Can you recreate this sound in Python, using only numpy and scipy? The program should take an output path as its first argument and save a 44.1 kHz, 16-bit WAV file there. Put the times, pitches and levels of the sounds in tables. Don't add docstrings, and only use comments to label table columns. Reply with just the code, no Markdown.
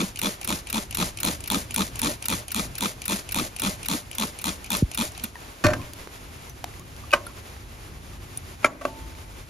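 import sys
import numpy as np
from scipy import signal
from scipy.fft import rfft, irfft, next_fast_len
from scipy.io import wavfile
from scipy.ndimage import map_coordinates

SR = 44100
rng = np.random.default_rng(int(sys.argv[2]) if len(sys.argv) > 2 else 0)


def bounce(signal):
    frames = np.transpose(np.atleast_2d(signal))
    limited = np.clip(frames, -1, 1)
    pcm = np.round(limited * 32767).astype(np.int16)
    wavfile.write(sys.argv[1], SR, pcm)


def level_to_linear(level):
    exponent = np.asarray(level, float) / 20
    return 10 ** exponent


N = 418509
TIME = np.arange(N) / SR
SPRAY_N = round(5.5 * SR)

# break-away slip t/s, jet level/dB, bottle drone level/dB, break-away level/dB, push length/s
STROKES = [(0.216, -17, -25.5, -14, 0.081), (0.475, -16, -26.5, -14, 0.075),
           (0.728, -18, -25.5, -14.5, 0.068), (0.9711, -14.5, -25, -14, 0.076),
           (1.232, -15, -25.5, -10.5, 0.077), (1.5011, -15.5, -25, -11.5, 0.083),
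           (1.7615, -16, -24.5, -11.5, 0.075), (2.0168, -14.5, -25, -12.5, 0.078),
           (2.284, -15.5, -27, -11.5, 0.072), (2.5454, -15.5, -26.5, -15, 0.069),
           (2.8076, -15.5, -26, -13, 0.066), (3.08, -15, -27, -12.5, 0.076),
           (3.3444, -15.5, -26, -12, 0.085), (3.6195, -16, -24.5, -13, 0.079),
           (3.885, -16, -26, -13, 0.077), (4.183, -17, -26.5, -12.5, 0.074),
           (4.4416, -17.5, -27.5, -13, 0.066), (4.704, -15.5, -27, -11.5, 0.062),
           (4.975, -15.5, -26, -13.5, 0.063)]
LAST_SLIP = [.053, .051, .052, .054, .053, .055, .058, .053, .053, .05, .05, .051, .053, .053, .051, .051,
             .049, .047, .046, .052, .052]
USUAL_S = 0.052
# f/Hz, likeness
NEAR = [(200, .96), (900, .88), (1700, .5), (2300, .8), (3000, .55), (3800, .78), (5000, .45), (5900, .85),
        (7300, .7), (7700, 1), (8700, 1), (9000, .84), (10900, .84), (11200, 1), (12200, 1), (12500, .78),
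        (14000, .82), (14400, 1)]
# f/Hz, left lead/rad
ROUND_BODY = [(0, 0), (900, .7), (1550, 3.1), (2000, 5.3), (3100, 7.2), (4000, 6.6), (5800, 6.28)]


def unit(x):
    return x / np.sqrt(np.mean(x ** 2) + 1e-20)


def along(points, hz):
    f, v = np.transpose(points)
    return np.interp(np.log(hz + 1), np.log(f + 1), v)


def wobble(rate):
    knots = rng.standard_normal(int(N * rate / SR) + 4)
    return map_coordinates(knots, [TIME * rate])


def swells(rows):
    return sum(db * np.exp(-((TIME - s) / half) ** 2) for s, db, half in rows)


def step(t, width):
    return 0.5 + 0.5 * np.tanh(t / width)


def filtered(x, response):
    n = x.shape[-1]
    m = next_fast_len(n + 4096)
    return irfft(rfft(x, m) * response(np.fft.rfftfreq(m, 1 / SR)), m)[..., :n]


def noise(response, count=N):
    return unit(filtered(rng.standard_normal((2, count)), response))


def fresh():
    return rng.standard_normal((2, SPRAY_N))


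def colour(points):
    return lambda f: level_to_linear(along(points, f))


def resonant(modes):
    def response(f):
        total = 0
        for k, (centre, width, db) in enumerate(modes):
            damping = 1j * f * width
            total = total + (-1) ** k * level_to_linear(db) * damping / (centre * centre - f * f + damping)
        return total
    return response


def steady(x):
    return unit(x / (np.abs(signal.hilbert(x)) + 0.2) ** 0.61)


def bursts(times, db, t60, rise, count):
    start = np.zeros(count)
    np.add.at(start, np.round(times * SR).astype(int), level_to_linear(db))
    t = TIME[:SR // 20]
    shape = level_to_linear(-60 * t / t60) * (1 - np.exp(-t / rise))
    return signal.fftconvolve(start, shape / shape.max())[:count]


def lead(x, points):
    f, rad = np.transpose(points)
    return filtered(x, lambda hz: np.exp(0.5j * np.interp(hz, f, rad) * [[1], [-1]]))


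def spread(pair, alike, most=1):
    def mid_side_gains(hz):
        turn = np.arccos(np.clip(along(alike, hz), -1, most)) / 2
        return np.array([np.cos(turn), np.sin(turn)])
    mid, side = filtered(pair, mid_side_gains)
    return np.array([mid + side, mid - side])


def squeezes():
    partial = [
        (-.038, -18.5, -23, -15, 0.088),
        (5.224, -31, -32.5, -40, 0.034),
    ]
    jet, push, scrape, stick, grip = np.zeros((5, SPRAY_N))
    for (s, jet_db, drone_db, _, push_s), last in zip([*STROKES, *partial], LAST_SLIP):
        jet_s = push_s + 0.059
        span = slice(max(round(s * SR) - 4000, 0), round(s * SR) + SR // 4)
        t = TIME[:SPRAY_N][span] - s + 0.0022
        pressure_db = -8 * np.clip(t / jet_s, 0, 2) ** 2.44
        jet[span] += level_to_linear(jet_db - 14 + pressure_db) * step(t - 0.024, 0.02) * step(jet_s - t, 0.026)
        scrape[span] += level_to_linear(-41.5) * step(t + 0.061, 0.0044) * step(-0.015 - t, 0.013)
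        since_slip = (t * USUAL_S / last - 0.031) % 0.0115
        stick[span] = np.exp(-since_slip / 0.006) * step(last + 0.011 - t, 0.003)
        grip[span] = step(t - 0.044, 0.0071)
        growth_db = 4 * np.clip(t / push_s - 0.5, -1, 0.5)
        release = step(push_s - t, 0.0051) + 0.036 * step(jet_s - t, 0.033)
        push[span] += level_to_linear(drone_db + growth_db) * step(t - 0.012, 0.0097) * release
    judder = push * (0.3 + 2.3 * stick) * level_to_linear(1.8 * wobble(160))[:SPRAY_N]
    return jet, push, judder, scrape, grip


def jet_hiss(jet):
    # f/Hz, level per Hz/dB
    jet_colour = [(300, 3), (1000, -1), (1800, 1.5), (2500, -2), (4000, -1), (6000, -0.5), (8000, 2.5),
                  (10000, 0), (12000, -5.5), (15500, -6), (16500, -50)]
    flicker = level_to_linear(1.05 * wobble(120) + 1.6 * wobble(600))[:SPRAY_N]
    return jet * flicker * noise(colour(jet_colour), SPRAY_N)


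def beaker_air(jet, late):
    flicker = level_to_linear(-13 + 3.6 * wobble(25))[:SPRAY_N]
    return jet * late * flicker * noise(resonant([(601, 26, 0)]), SPRAY_N)


def bottle_wall(push, early, late):
    # f/Hz, width/Hz, level/dB
    loose_wall = [(221.3, 58, 1), (433, 52, -22.5), (493, 50, -16)]
    # f/Hz, width/Hz, level/dB
    gripped_wall = [(195, 31, -1), (312, 43, -5), (485, 42, -13)]

    def wall(modes):
        return steady(noise(lambda f: np.abs(resonant(modes)(f)) ** 1.21, SPRAY_N))
    return level_to_linear(-3.5) * push * (early * wall(loose_wall) + late * wall(gripped_wall))


def trigger_body(slip, judder):
    # f/Hz, width/Hz, level/dB
    trigger_modes = [(2428, 200, 2), (3450, 300, 2), (4180, 350, -1), (5430, 780, -7), (7050, 2300, -7)]
    return filtered((level_to_linear(8.5) * slip + level_to_linear(-0.5) * judder) * fresh(), resonant(trigger_modes))


def pump_head(slip, push, judder, early, late):
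    # f/Hz, width/Hz, level/dB
    early_head = [(603, 90, -10.5), (910, 74, 4), (1270, 270, -6)]
    # f/Hz, width/Hz, level/dB
    late_head = [(893, 120, -2), (1030, 130, -0.5), (1246, 176, 2.5)]
    knocked = (level_to_linear(15) * slip * (0.22 + unit(push) / 3) + level_to_linear(4) * judder) * fresh()
    return filtered(early * knocked, resonant(early_head)) + filtered(late * knocked, resonant(late_head))


def lever(slip, push):
    free = 1 - 0.6 * np.minimum(unit(push), 1)
    return filtered(level_to_linear(5) * slip * free * fresh(), resonant([(1340, 255, 6.5), (2130, 300, -10)]))


def slips():
    # clicks home t/s, level/dB, delay until the finger takes up the slack/s, level/dB
    returns = [(0.1587, -23.5, 0.03, -17), (0.413, -22, 0.031, -17), (0.6703, -24, 0.028, -18),
               (0.909, -20.5, 0.037, -13.5), (1.1722, -21, 0.029, -17), (1.439, -21, 0.035, -18),
               (1.708, -19.5, 0.033, -15.5), (1.956, -21, 0.035, -15), (2.2241, -20, 0.03, -15),
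               (2.4812, -21, 0.035, -16), (2.7529, -21.5, 0.027, -18), (3.0178, -18.5, 0.036, -16.5),
               (3.29, -20.5, 0.0294, -15), (3.5633, -20, 0.032, -15.5), (3.83, -22.5, 0.027, -18.5),
               (4.1129, -22.5, 0.036, -23), (4.388, -23.5, 0.026, -23), (4.643, -25, 0.017, -33),
               (4.9143, -22, 0.031, -17.5)]
    # t/s, peak level/dB
    scuffs = [(0.172, -24), (0.4297, -26), (0.6879, -30), (0.9256, -23), (1.1864, -24), (1.4586, -26),
              (1.7197, -28), (1.968, -31), (2.241, -28), (2.5052, -26.5), (2.7604, -30), (3.04, -29),
              (3.3106, -24), (3.5862, -25), (3.8477, -25), (4.1294, -28), (4.3954, -31), (4.6613, -32),
              (4.9366, -27)]
    # t/s after the break-away, level under it/dB, part below 7 kHz/dB, scatter/s
    loaded = [
        (0, 0, -8, 0),
        (.012, -8, -3, 0.0006),
        (.0164, -3, -12.5, .0006),
        (.0283, -6, -8.5, 0.0006),
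        (.0403, -9.5, -5, .0006),
        (.0505, -9, -4, 0),
    ]
    # t/s, peak level/dB, part below 7 kHz/dB, kind (0 home, 1 slack, 2 loaded)
    strays = [
        (1.405, -22, -14, 0),
        (4.769, -15, -18, 2),
        (5.119, -30, -18, 0),
        (5.147, -33, 0, 1),
        (5.177, -25, -8, 0),
        (5.196, -28, 0, 0),
        (5.237, -14, -10.5, 1),
        (5.26, -36, 0, 0),
    ]
    home, home_db, slack, slack_db = np.transpose(returns)
    s, slip_db = np.transpose(STROKES)[[0, 3]]
    scuff, scuff_db = np.transpose(scuffs)
    one = np.ones(len(s))
    luck = rng.standard_normal((len(s), 8, 2))
    pace = np.array(LAST_SLIP[:len(s)]) / USUAL_S
    rows = [(home, home_db, -9.5 * one, 0 * one),
            (home + slack, slack_db, -9.5 * one, one),
            (scuff, scuff_db - 3, -3 * one, 0 * one)]
    for k, (after, db, low_db, scatter) in enumerate(loaded):
        onset = s + after * pace + scatter * luck[:, k, 0]
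        level_db = slip_db + db + (k > 0) * 1.5 * luck[:, k, 1]
        rows.append((onset, level_db, low_db * one, 2 * one))
    s, db, low_db, kind = np.hstack(rows + [np.transpose(strays)])
    low_db = np.minimum(low_db + rng.standard_normal(len(s)), 0)
    high_db = 10 * np.log10(np.clip(1 - level_to_linear(2 * low_db), 0.05, 1))
    clicks = np.array([s, db + low_db, db + high_db])
    return [clicks[:, np.round(kind) == k] for k in range(3)]


def snap_noise():
    # f/Hz, width/Hz, level/dB
    snap_modes = [(8120, 1500, -2.5), (10100, 1150, -1), (12000, 4100, -8.5), (15100, 1140, -5.5)]
    return noise(resonant(snap_modes), SPRAY_N)


def home_clicks(s, low_db, high_db, scrape):
    # f/Hz, width/Hz, level/dB
    home_modes = [(735, 91, -2), (2390, 290, 4), (3030, 400, 1.5), (4180, 1000, -6), (6500, 1800, -7.5)]
    low = level_to_linear(6.5) * bursts(s, low_db, 0.015, 0.00034, SPRAY_N) + level_to_linear(4.5) * scrape
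    dull = filtered(snap_noise(), lambda hz: step(12300 - hz, 300))
    snap = level_to_linear(-7) * bursts(s, high_db, 0.025, 0.00026, SPRAY_N) * dull
    return filtered(low * fresh(), resonant(home_modes)) + snap


def slack_clicks(s, low_db, high_db):
    # f/Hz, width/Hz, level/dB
    slack_modes = [(1440, 160, 4), (1930, 120, 1), (2280, 170, 0.5), (2800, 110, 5), (3730, 310, -1),
                   (5470, 630, -3)]
    low = level_to_linear(3.5) * bursts(s, low_db, 0.032, 0.004, SPRAY_N)
    tinted = filtered(snap_noise(), colour([(9000, -2.5), (15000, 5.5)]))
    snap = level_to_linear(-9.5) * bursts(s, high_db, 0.028, 0.003, SPRAY_N) * tinted
    return filtered(low * fresh(), resonant(slack_modes)) + snap


def nozzle_snap(s, high_db):
    return level_to_linear(-5) * bursts(s, high_db, 0.013, 0.0001, SPRAY_N) * snap_noise()


def sprayer():
    # f/Hz, left-right/dB
    lean = [(200, 1), (1300, -1.5), (2500, 2), (4300, 5.5), (5900, 1), (7500, 0)]
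    jet, push, judder, scrape, grip = squeezes()
    early, late = np.sqrt(1 - grip), np.sqrt(grip)
    home, slack, (s, low_db, high_db) = slips()
    slip = bursts(s, low_db, 0.01, 0.00023, SPRAY_N)
    body = jet_hiss(jet) + beaker_air(jet, late) + bottle_wall(push, early, late)
    body += trigger_body(slip, judder) + pump_head(slip, push, judder, early, late) + lever(slip, push)
    clicks = home_clicks(*home, scrape) + slack_clicks(*slack) + nozzle_snap(s, high_db)
    near = lead(spread(body, NEAR) + spread(clicks, NEAR, most=0.96), ROUND_BODY)
    near = filtered(near, lambda hz: level_to_linear(along(lean, hz) * [[0.5], [-0.5]]))
    return np.pad(near, ((0, 0), (0, N - SPRAY_N)))


def air():
    # f/Hz, level per Hz/dB
    rumble_colour = [(13, -41), (22, -39), (43, 2.5), (108, 0), (211, -17.5), (237, -11), (333, -15.5),
                     (365, -12.5), (500, -33), (650, -53), (1100, -120)]
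    # t/s, level/dB
    traffic = [(0, -48.5), (2, -43), (2.8, -47.5), (4.8, -45), (5.55, -52), (5.9, -51), (6.74, -43.5),
               (7, -47), (8.6, -45), (8.77, -54), (8.94, -43), (9.49, -47)]
    # t/s, level/dB, half length/s
    gusts = [
        (2.06, 2, 0.064),
        (2.2, -3, 0.065),
        (2.34, 7.5, 0.067),
        (2.49, -3, .06),
        (2.68, 5, 0.053),
    ]
    # f/Hz, level per Hz/dB
    hiss_colour = [(200, 9), (500, 7.5), (1200, 5.5), (1800, 3.5), (2400, 3), (4000, -1.5), (6000, -3.5),
                   (7800, -1.5), (10500, -5), (12500, -9), (15500, -5.5), (16200, -45)]
    # t/s, level/dB, half length/s
    rustles = [
        (5.9, 3.5, 0.34),
        (7.1, 1, 0.37),
        (8.87, 5, 0.038),
        (9.18, 2.5, 0.028),
    ]
    # f/Hz, likeness
    far = [(200, .92), (800, .1), (1700, .25), (2500, .48), (5500, .45), (7300, .68)] + NEAR[9:]
    rumble_db = np.interp(TIME, *np.transpose(traffic)) + swells(gusts) + 2 + 1.26 * wobble(9.3)
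    rumble = level_to_linear(rumble_db) * noise(colour(rumble_colour))
    hiss_db = -46 + swells(rustles) + 0.55 * wobble(4.8) + 1.85 * wobble(26)
    hiss = level_to_linear(hiss_db) * noise(colour(hiss_colour))
    duck_db = -7 * step(TIME - 8.68, 0.006) * step(8.68 + 0.125 - TIME, 0.036)
    hiss -= (1 - level_to_linear(duck_db)) * filtered(hiss, lambda hz: step(hz - 2500, 300))
    return lead(spread(rumble + hiss, far), ROUND_BODY)


def wind():
    # t/s, level/dB, half length/s
    puffs = [
        (.1, 14, .06),
        (.65, 12, .08),
        (1.05, 25, 0.086),
        (1.55, 14, 0.052),
        (1.85, 16, .1),
        (2.68, 19, 0.099),
        (3.0, 15, .05),
        (3.6, 10, .1),
        (5.05, 15, .06),
        (7.92, 16, 0.059),
    ]
    return level_to_linear(-61 + swells(puffs)) * spread(noise(resonant([(52, 50, 0)])), NEAR)


def bump():
    # t/s, level/dB, first crest/s, stretch per half cycle, fade/s
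    jolt = (4.8205, -8.5, .0053, 1.41, .024)
    s, db, crest, stretch, fade = jolt
    t = np.clip(TIME - s, 1e-4, None)
    chirp = np.cos(np.pi * np.log(t / crest) / np.log(stretch))
    return level_to_linear(db) * step(t - 0.82 * crest, 0.0013) * np.exp(-(t / fade) ** 2) * chirp


def strike(out, blows, modes, crack):
    t = TIME[:SR // 2]

    def peak(v, db):
        return level_to_linear(db) * v / np.abs(v).max(1, keepdims=True)

    for s, db, crack_db, contact, low_db in blows:
        body = np.zeros((2, len(t)))
        for hz, level_db, t60 in modes:
            rattles = t60 < 0.5
            flutter = map_coordinates(rng.standard_normal(160), [t * 300])
            flutter_db = 5 * flutter * rattles * np.minimum(t / 0.025, 1)
            shake = map_coordinates(rng.standard_normal(160), [t * 250])
            shake_rad = 0.35 * shake * rattles * np.minimum(t / 0.015, 1)
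            phase = rng.uniform(0, 2 * np.pi) + np.array([[0], [np.pi / 2]])
            ring = level_to_linear(level_db + low_db * (hz < 500) + flutter_db - 60 * t / t60)
            body += ring * np.sin(2 * np.pi * hz * t + phase + shake_rad)
        grit = level_to_linear(-60 * t / (6 * contact)) * noise(crack, len(t))
        rise = 1 - np.exp(-(t / (0.42 * contact)) ** 2)
        hit = peak(rise * body, db) + level_to_linear(crack_db) * peak(np.sqrt(rise) * grit, db)
        out[:, round(s * SR):][:, :len(t)] += hit


def knocks():
    # f/Hz, level/dB, t60/s
    set_down = [
        (5.639, -14, 0, 0.005, -8),
        (5.644, -4.5, -6, 0.0064, 6),
        (5.655, -13, -1, .005, 0),
        (5.664, -11.5, 3, 0.0061, -4),
        (5.68, -17, -7, 0.013, -2),
        (5.7, -18.5, -8, 0.0087, 1),
        (5.71, -21, -10, .008, 8),
        (5.733, -24, 8, 0.006, -10),
    ]
    grating = [(90, -1, 0.16), (161, 5.5, 0.066), (260, 4, 0.051), (357, -3.5, 0.11), (604.4, 0, 0.18),
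               (1070, -11, 0.28), (1157, 3, 0.055), (1391, -7, 0.085), (1536, 0, 0.087), (1795, 0, 0.08),
               (2470, -4, 0.045), (4380, -9, 0.07), (5620, -7, 0.039), (6870, -13, 0.064)]
    lift = [
        (7.126, -14, -1, 0.022, -8.5),
        (7.1335, -1.5, -12.5, 0.0073, -8.5),
    ]
    beaker = [(250, -20, 0.13), (359, -18, 0.11), (588, -5, 0.052), (850, -14, 0.021), (1074, -20, 0.18),
              (1180, 15, 0.014), (1552, 0.5, 0.037), (1980, -6, 0.031), (2270, -9, .03),
              (2500, 11.5, 0.017), (2940, -4.5, 0.036), (3980, -13, 0.029), (5540, -11, 0.023)]
    put_back = [
        (8.626, -32, 2, 0.022, 0),
        (8.644, -0.5, -12, 0.0046, -2),
        (8.655, -19.5, 1, 0.008, 0),
    ]
    base = [(257, -12, 0.077), (375, -14.5, 0.055), (609, -2.5, 0.037), (900, -11, 0.036),
            (1130, -17.5, 0.15), (1336, 5, 0.028), (1638, -9.5, 0.065), (2163, 7.5, 0.018),
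            (2326, 6.5, 0.021), (3160, -5, .015), (4480, -24, 0.034), (5480, -15, .02), (6900, -25, 0.099),
            (9900, -10, 0.027)]
    settle = [
        (8.81, -26, -5.5, 0.016, -10),
        (8.851, -11.5, -8, 0.0035, -2),
    ]
    dish = [(268, -8.5, 0.15), (370, -13, 0.11), (580, 5.5, 0.029), (680, -12.5, 0.11), (888, -13, .04),
            (1140, 1, 0.041), (1540, -8, 0.043), (2000, -9, 0.023), (2690, -7, 0.022)]
    # t/s, peak level/dB, f/Hz, t60/s, crack level/dB
    ticks = [(5.355, -36, 960, 0.04, -3), (5.355, -32.5, 1850, 0.03, -5), (5.365, -41, 1690, .03, 0),
             (5.733, -21, 1590, .06, -20), (5.795, -36, 1060, .1, -20), (5.823, -42, 1060, .08, -20),
             (6.642, -40, 2400, .008, 19), (9.12, -44, 1500, .02, 4), (9.15, -43, 2300, .02, 4),
             (9.185, -44, 1200, .02, 6), (6.795, -41, 6500, .012, 10), (5.815, -38, 2500, .02, 5),
             (5.934, -41.5, 4750, 0.013, 18.5), (6.073, -39, 440, 0.014, 12), (6.496, -42, 6050, 0.058, 11),
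             (6.641, -21, 740, 0.017, 0), (6.739, -40, 2000, .015, -1), (6.964, -49, 2900, 0.014, 15),
             (7.037, -37, 1170, 0.044, -7), (7.107, -32, 2800, 0.035, 1), (7.116, -31, 2550, 0.062, 6),
             (7.267, -30.5, 1387, 0.048, -1), (7.266, -31, 11000, 0.016, -14), (7.266, -44, 4350, .02, -10),
             (7.565, -42, 830, 0.024, 7), (8.373, -19, 9700, 0.022, -1)]
    glass = (8.88, -43, 888, 1.1, -30)
    # f/Hz, level per Hz/dB
    crack_colour = [(150, -11), (500, -6.5), (1200, -2.5), (2500, -6.5), (3500, -14), (8000, -15.5),
                    (15500, -29.5)]
    # f/Hz, t60/s
    yard = [(200, 0.75), (1200, 0.15), (4000, 0.071), (12000, 0.076)]
    direct = np.zeros((2, N + SR))
    for blows, modes in [(set_down, grating), (lift, beaker), (put_back, base), (settle, dish)]:
        strike(direct, blows, modes, colour(crack_colour))
    for s, db, hz, t60, crack_db in [*ticks, glass]:
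        strike(direct, [(s, db, crack_db, 0.002, 0)], [(hz, 0, t60)], resonant([(1.4 * hz, 2 * hz, 0)]))
    hz, t, z = signal.stft(rng.standard_normal((2, SR // 2)), SR, nperseg=256)
    decay = level_to_linear(-60 * t / along(yard, hz)[:, None])
    tail = signal.istft(z * decay, SR, nperseg=256)[1]
    wet = signal.oaconvolve(direct, tail / np.linalg.norm(tail[0]), axes=1)
    return spread(direct[:, :N] + level_to_linear(-17) * wet[:, :N], NEAR, most=0.89)


def bubbles():
    # t/s, level/dB, first f/Hz, last f/Hz, length/s
    escapes = [
        (6.79, -49, 1000, 1300, .045),
        (7.278, -48, 850, 1300, 0.046),
    ]
    out = np.zeros(N)
    for s, db, first_hz, last_hz, length in escapes:
        u = np.clip((TIME - s) / length, 0, 1)
        cycles = length * (first_hz * u + (last_hz - first_hz) * u ** 2 / 2)
        out += level_to_linear(db) * np.sin(np.pi * u) * np.sin(2 * np.pi * cycles)
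    return out


def scene():
    return sprayer() + air() + wind() + bump() + knocks() + bubbles()


def band_limit(x):
    return signal.sosfilt(signal.butter(12, 17150, fs=SR, output="sos"), x)


def record(dry):
    # f/Hz, left lead/half turns
    port_lead = [(5800, 0), (7000, -.4), (7700, -1), (8700, -1), (9200, -1.3), (11200, -2), (12200, -2),
                 (12700, -2.3), (14400, -3)]
    ports = lead(dry, np.array(port_lead) * [1, np.pi])
    band = filtered(ports, lambda hz: step(16600 - hz, 250))
    soft = band / (1 + np.abs(band / 0.93) ** 6) ** (1 / 6)
    return band_limit(soft)


dry = scene()
out = record(dry)
bounce(out)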